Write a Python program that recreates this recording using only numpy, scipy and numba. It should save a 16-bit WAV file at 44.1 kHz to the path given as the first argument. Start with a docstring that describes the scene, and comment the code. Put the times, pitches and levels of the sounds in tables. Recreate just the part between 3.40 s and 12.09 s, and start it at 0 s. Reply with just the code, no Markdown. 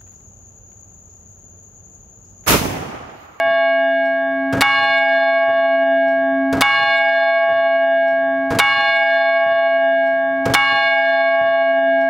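"""A stone belfry, close to the bronze bell that the tower clock strikes every two seconds.
A wire lifts the hammer with a creak and lets go with a clunk; the hammer lands and rebounds on its
spring, knocking through the timber frame. Each partial of the bell is a beating pair. Automatic gain
control ducks at each blow and swells as the ring fades, over faint outdoor air."""
import sys
import numpy as np
from scipy import signal
from scipy.fft import rfft, irfft, next_fast_len
from scipy.io import wavfile
from scipy.ndimage import uniform_filter1d
from numba import njit

SR = 44100
rng = np.random.default_rng(int(sys.argv[2]) if len(sys.argv) > 2 else 0)


def bounce(signal):
    """Save signal as a 16-bit WAV file at the path given by the first command-line argument."""
    frames = np.transpose(np.atleast_2d(signal))
    limited = np.clip(frames, -1, 1)
    pcm = np.round(limited * 32767).astype(np.int16)
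    wavfile.write(sys.argv[1], SR, pcm)


N = 383229
TIME = np.arange(N) / SR

# hammer blows, the first already ringing at the start: start_s, treble_db, hum_db, hum_beat_phase_cycles
BLOWS = [(-.81, 3.5, -39.5, .05), (1.219, -1, -37.5, .15), (3.219, -.5, -43.5, .23), (5.198, .5, -43, .05),
         (7.148, -.5, -39.5, .05)]
# the bell's main partials, each with a detuned twin:
# pitch_hz, level_db, t60_s, twin_offset_hz, twin_db, twin_phase_cycles, pan_left_db, left_lead_rad
PARTIALS = [ (670.0, -16.5, 4.9, .45, 1, .48, -.1, .02), (823.3, -20, 3.7, -4.89, -6.6, .14, -.2, -.03),
            (1111.2, -24.3, 3.1, 1.1, -1, .97, -.3, .14), (1135.2, -31, 1.8, 2.35, -8.9, .71, -.2, .3),
            (1632.8, -16.2, 4.1, .98, -21, .55, 0, -.01), (1758.7, -31.3, 3.5, -2.71, -6, .5, .6, .11),
            (1964.9, -47.5, 4.8, .57, -15, .71, -.8, .03), (2218.8, -16.6, 2.8, 2.76, -9, .93, -1.6, .09),
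            (2448.2, -43.5, 2.4, 1.5, -12, .3, -.3, -.06), (2468.5, -37.8, 1.9, 2.11, -2.9, .39, -.6, .14),
            (2642.5, -42, 1.8, 4.64, -8.4, .96, 0, -.11), (2854.3, -24, 2.65, .88, -8.7, .96, .1, -.03),
            (2949, -42.7, 2.4, -2.92, -2, .61, -.1, 0), (3448, -40, 2, -1.8, -9, .2, .1, 0),
            (3519.8, -30, 2.5, -2.84, -8.3, .8, 1.5, 0), (4200.4, -31.7, 2, -2.41, -3.5, .57, 0, .07)]
# the bell's faint upper shimmer: pitch_hz, level_db, t60_s
OVERTONES = [(2143, -49, 2.4), (2509, -48, 2), (2836, -49, 2), (3080, -49, 2), (3690, -50, 2.8),
             (4009, -48, 1.9), (4109, -56, 1.8), (4876, -46, 2.1), (4903, -48, 2.1), (5297, -59, 1.7),
             (5573, -56, 1.9), (5718, -56, 1.6), (5900, -60, 1.7), (6256, -61, 1.6), (6744, -61, 1.6),
             (6931, -60, 1.6), (7586, -59.5, 1.5), (8250, -64, 1.2), (8600, -63, 1.2), (9000, -62, 1.1),
             (9650, -64, 1), (10400, -68, .8), (11200, -68, .7)]
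# ring of the iron hammer, its arm and the timber frame: pitch_hz, level_db, t60_s
HAMMER_MODES = [(122, -42, 1.3), (905, -29, .35), (1010, -28, .35), (1299, -24, .45), (1385, -27, .35),
                (1490, -25, .25), (1900, -27, .25), (2290, -21, .1), (3560, -22, .12)]
# lever lets go, wire snaps slack, hammer falls back on its spring, arm clinks twice, wire takes up again:
# after_blow_s, thud_db, rattle_db, thud_t60_s
KNOCKS = [ (-.094, -34, -50.5, .3), (-.05, -42, -58, .25), (.168, -38, -57, .45), (.209, -50, -54, .12),
          (.275, -50, -60, .12), (.86, -46, -76, .5)]
# pivot squeaks on some of the rebounds: centre_s, pitch_hz, level_db
SQUEAKS = [(1.44, 3950, -48), (1.585, 3800, -46), (3.578, 3815, -42), (5.567, 3810, -47)]
# tone curves for the noise layers: frequency_hz, relative_db
CLACK_EQ = [(100, -12), (700, -3), (1400, 0), (2500, -6), (4300, -4), (6000, -13), (10500, -15),
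            (15500, -21)]  # hard hammer contact
CLANG_EQ = [(100, -8), (500, -14), (900, 0), (1400, 0), (2200, -5), (3200, -14), (5000, -20), (9000, -31),
            (15000, -44)]  # metallic wash after the blow
THUD_EQ = [(25, -25), (60, -11), (95, -2), (122, 7), (150, -8), (180, -1), (230, -5), (300, -3), (370, -9),
           (460, 1), (650, -9), (1400, -13), (2500, -26), (6000, -50), (14000, -75)]  # timber frame
RATTLE_EQ = [(300, -15), (1200, 0), (3000, -2), (5500, -5), (9000, -12), (15000, -17)]  # loose iron joints
CREAK_EQ = [(2000, -20), (3300, 1), (4500, -5), (5200, -5), (5450, 4), (5900, -13), (7550, -17), (7750, 3),
            (8000, -20), (10100, -22), (10300, -6), (10600, -24), (15000, -30)]  # wire under load
TICK_EQ = [(200, -8), (600, 0), (1300, -2), (3000, -16), (6000, -32), (14000, -48)]  # slack wire
AIR_EQ = [(25, -22), (60, -5), (130, 1), (190, 4), (300, -8), (600, -8), (1280, -15), (1360, -7),
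          (1450, -15), (3000, -26), (5500, -35), (8000, -49), (15000, -60)]  # outdoor air


def bell(contact_s=.002, damping_s=.012, hum_hz=270.2, hum_t60_s=60, hum_beat_hz=1.53, treble_hz=1500):
    """Each blow chokes the old ring and starts the partials anew over a long, low hum."""
    age = TIME[:N // 4]
    ring = struck_metal(age)
    # a harder contact drives the upper partials more
    treble = signal.sosfiltfilt(signal.butter(2, treble_hz, "high", fs=SR, output="sos"), ring)
    # besides its quick beat, the hum swells slowly
    swell = beat(age, offset_hz=.33, twin_db=-10, phase_cycles=.22)
    out = np.zeros((2, N))
    ends = [row[0] for row in BLOWS[1:]] + [N / SR]
    for (start, treble_db, hum_db, phase), end in zip(BLOWS, ends):
        throb = beat(age, hum_beat_hz, twin_db=-11, phase_cycles=phase)
        hum = mode(age, hum_hz, hum_db, hum_t60_s) * throb * swell
        stroke = ring + (undb(treble_db) - 1) * treble + hum.imag
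        gate = np.minimum(age / contact_s, 1) * np.clip(1 - (start + age - end) / damping_s, 0, 1)
        at = int(start * SR) + np.arange(len(age))
        heard = (at >= 0) & (at < N)
        out[:, at[heard]] += (gate * stroke)[:, heard]
    return out


def struck_metal(age, split_hz=3.5, twin_db=-8):
    """The ring of one blow: beating bronze partials, with a brief note from the hammer and frame."""
    ring = sum(standing_waves(mode(age, hz, db, t60) * beat(age, *twin), pan_db, lead_rad)
               for hz, db, t60, *twin, pan_db, lead_rad in PARTIALS)
    for hz, db, t60 in OVERTONES:
        shimmer = mode(age, hz, db, t60) * beat(age, split_hz * rng.uniform(.5, 2), twin_db, rng.random())
        ring += standing_waves(shimmer, pan_db=rng.normal(0, 1.5), lead_rad=rng.normal(0, .25))
    return ring + sum(mode(age, *row).imag for row in HAMMER_MODES)


def mode(age, hz, db, t60_s):
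    """One decaying vibration as a rotating phasor."""
    return undb(db) * np.exp((2j * np.pi * hz - np.log(1000) / t60_s) * age + 2j * np.pi * rng.random())


def beat(age, offset_hz, twin_db, phase_cycles):
    """The bell is not quite round, so each mode beats against a slightly detuned twin."""
    return 1 + undb(twin_db) * np.exp(2j * np.pi * (offset_hz * age + phase_cycles))


def standing_waves(wave, pan_db, lead_rad):
    """Standing waves in the tower give left and right their own level and phase of a partial."""
    half = undb(pan_db / 2) * np.exp(.5j * lead_rad)
    return np.array([(wave * half).imag, (wave / half).imag])


def hammer(lead_s=.011):
    """The hammer chatters against its spring, then meets the bronze; the stone walls return the clang."""
    spring = fades(each_blow(-lead_s, db=-27, t60_s=.07), rise_s=.001)
    chatter = fades(each_blow(-lead_s / 2, db=-26, t60_s=.07), rise_s=.001)
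    hit = fades(each_blow(0, db=-18.5, t60_s=.03), rise_s=.001)
    clang = fades(each_blow(0, db=-26.5, t60_s=.45), rise_s=.002)
    walls = fades(each_blow(0, db=-48, t60_s=1.8), rise_s=.03)
    return (spring + chatter + hit) * noise(CLACK_EQ) + (clang + walls) * noise(CLANG_EQ)


def linkage(rattle_t60_s=.13, bounce_span_s=.04, bounce_fall_db=12, bounce_t60_s=.025):
    """Timber thuds and iron rattles in the same order at every stroke; the wire creaks as it lifts."""
    thuds = [row for after, db, _, t60 in KNOCKS for row in each_blow(after, db, t60)]
    rattles = [row for after, _, db, _ in KNOCKS for row in each_blow(after, db, rattle_t60_s)]
    # loose joints bounce three times after each knock, softer the later they land
    bounces = [(start + bounce_span_s * late, db - bounce_fall_db * late, bounce_t60_s)
               for start, db, _ in rattles for late in rng.random(size=3)]
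    thud = fades(thuds, rise_s=.006)
    rattle = fades(rattles, rise_s=.001) + fades(bounces, rise_s=.0005)
    creak = fades(each_blow(after_s=1.453, db=-68.5, t60_s=.3), rise_s=.012)
    return thud * noise(THUD_EQ) + rattle * noise(RATTLE_EQ) + creak * noise(CREAK_EQ)


def slack_wire(count=26, span_s=.95, tick_db=-49, fall_db=13, scatter_db=2.5, t60_s=.08):
    """The slack wire ticks at random while the hammer bobs to rest, and drags as it lifts again."""
    ticks = []
    for start, *_ in BLOWS:
        for late, accent in zip(rng.random(count), rng.standard_normal(count)):
            ticks.append((start + span_s * late, tick_db - fall_db * late + scatter_db * accent, t60_s))
    drag = fades(each_blow(after_s=1.656, db=-67, t60_s=1.2), rise_s=.08)
    return (fades(ticks, rise_s=.001) + drag) * noise(TICK_EQ)


def pivot(half_width_s=.016, harmonic_step_db=-13, waver=.012):
    """The pivot sticks and slips in short squeaks with an unsteady pitch."""
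    out = np.zeros(N)
    wobble = uniform_filter1d(rng.standard_normal(N), size=200)
    for centre, hz, db in SQUEAKS:
        near = np.abs(TIME - centre) < 4 * half_width_s
        pitch_hz = hz * (1 + waver * wobble[near] / wobble.std())
        phase = 2 * np.pi * np.cumsum(pitch_hz) / SR
        tone = sum(undb(harmonic_step_db * k) * np.sin((k + 1) * phase) for k in range(3))
        out[near] += undb(db) * np.exp(-((TIME[near] - centre) / half_width_s) ** 2) * tone
    return out


def outdoor_air(level_db=-67.5):
    """A faint, steady bed of low air from outside the tower."""
    return undb(level_db) * noise(AIR_EQ)


def each_blow(after_s, db, t60_s):
    """The same cue at a set delay from every blow: start_s, level_db, t60_s."""
    return [(start + after_s, db, t60_s) for start, *_ in BLOWS]


def fades(cues, rise_s):
    """An envelope in which each cue ramps up and dies away exponentially."""
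    out = np.zeros(N)
    for start, db, t60 in cues:
        span = slice(*np.searchsorted(TIME, [start, start + 1.5 * t60]))
        age = TIME[span] - start
        out[span] += undb(db) * np.minimum(age / rise_s, 1) * np.exp(-np.log(1000) * age / t60)
    return out


def noise(eq, full_width_hz=50000):
    """Shaped stereo noise at unit level, centred in the bass and wider in the treble."""
    size = next_fast_len(N, True)
    hz = np.maximum(np.fft.rfftfreq(size, 1 / SR), 1)
    points_hz, db = np.transpose(eq)
    curve = undb(np.interp(np.log(hz), np.log(points_hz), db))
    mid, side = rfft(rng.standard_normal((2, size))) * curve
    side = side * np.minimum(hz / full_width_hz, 1) ** .55
    sound = irfft([mid + side, mid - side], size)[:, :N]
    return sound / sound.std()


def undb(db):
    """Decibels to gain."""
    return 10 ** (np.asarray(db) / 20)


@njit
def ride_fader(level_db, top_db, max_db, min_db, start_db, smoothing, creep_db, step_db):
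    """Gain in dB that steps down when the output would pass the top, then creeps back up."""
    out = np.empty(len(level_db))
    gain = aim = start_db
    for i in range(len(level_db)):
        if level_db[i] + aim > top_db:
            aim = max(top_db - level_db[i] - step_db, min_db)
        aim = min(aim + creep_db, max_db)
        gain += (aim - gain) * smoothing
        out[i] = gain
    return out


def gain_control(sound, top_db, max_db, min_db, start_db, release_db_per_s, step_db):
    """Automatic gain that follows the short-term level: quick to duck, slower to recover."""
    window_s, attack_s = .012, .004
    power = uniform_filter1d(np.mean(sound ** 2, axis=0), int(window_s * SR))
    level_db = 10 * np.log10(np.maximum(power, 1e-12))
    gain_db = ride_fader(level_db, top_db, float(max_db), float(min_db), float(start_db),
                         1 / (attack_s * SR), release_db_per_s / SR, float(step_db))
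    return sound * undb(gain_db)


def scene():
    """The bell up front, its striking work around it and the air behind."""
    return bell() + hammer() + linkage() + slack_wire() + pivot() + outdoor_air()


def record(dry, top_cut_hz=16000):
    """Slow gain control, a quick limiter that flutters on the loud ring, a peak clip and a top cut."""
    levelled = gain_control(dry, top_db=-9.5, max_db=19, min_db=-30, start_db=7.8,
                            release_db_per_s=9.2, step_db=.2)
    limited = gain_control(levelled, top_db=-13.6, max_db=0, min_db=-3, start_db=0,
                           release_db_per_s=27, step_db=2)
    top_cut = signal.ellip(8, .2, 70, top_cut_hz, fs=SR, output="sos")
    return signal.sosfilt(top_cut, np.clip(limited, -.9, .9))


dry = scene()
out = record(dry)
bounce(out)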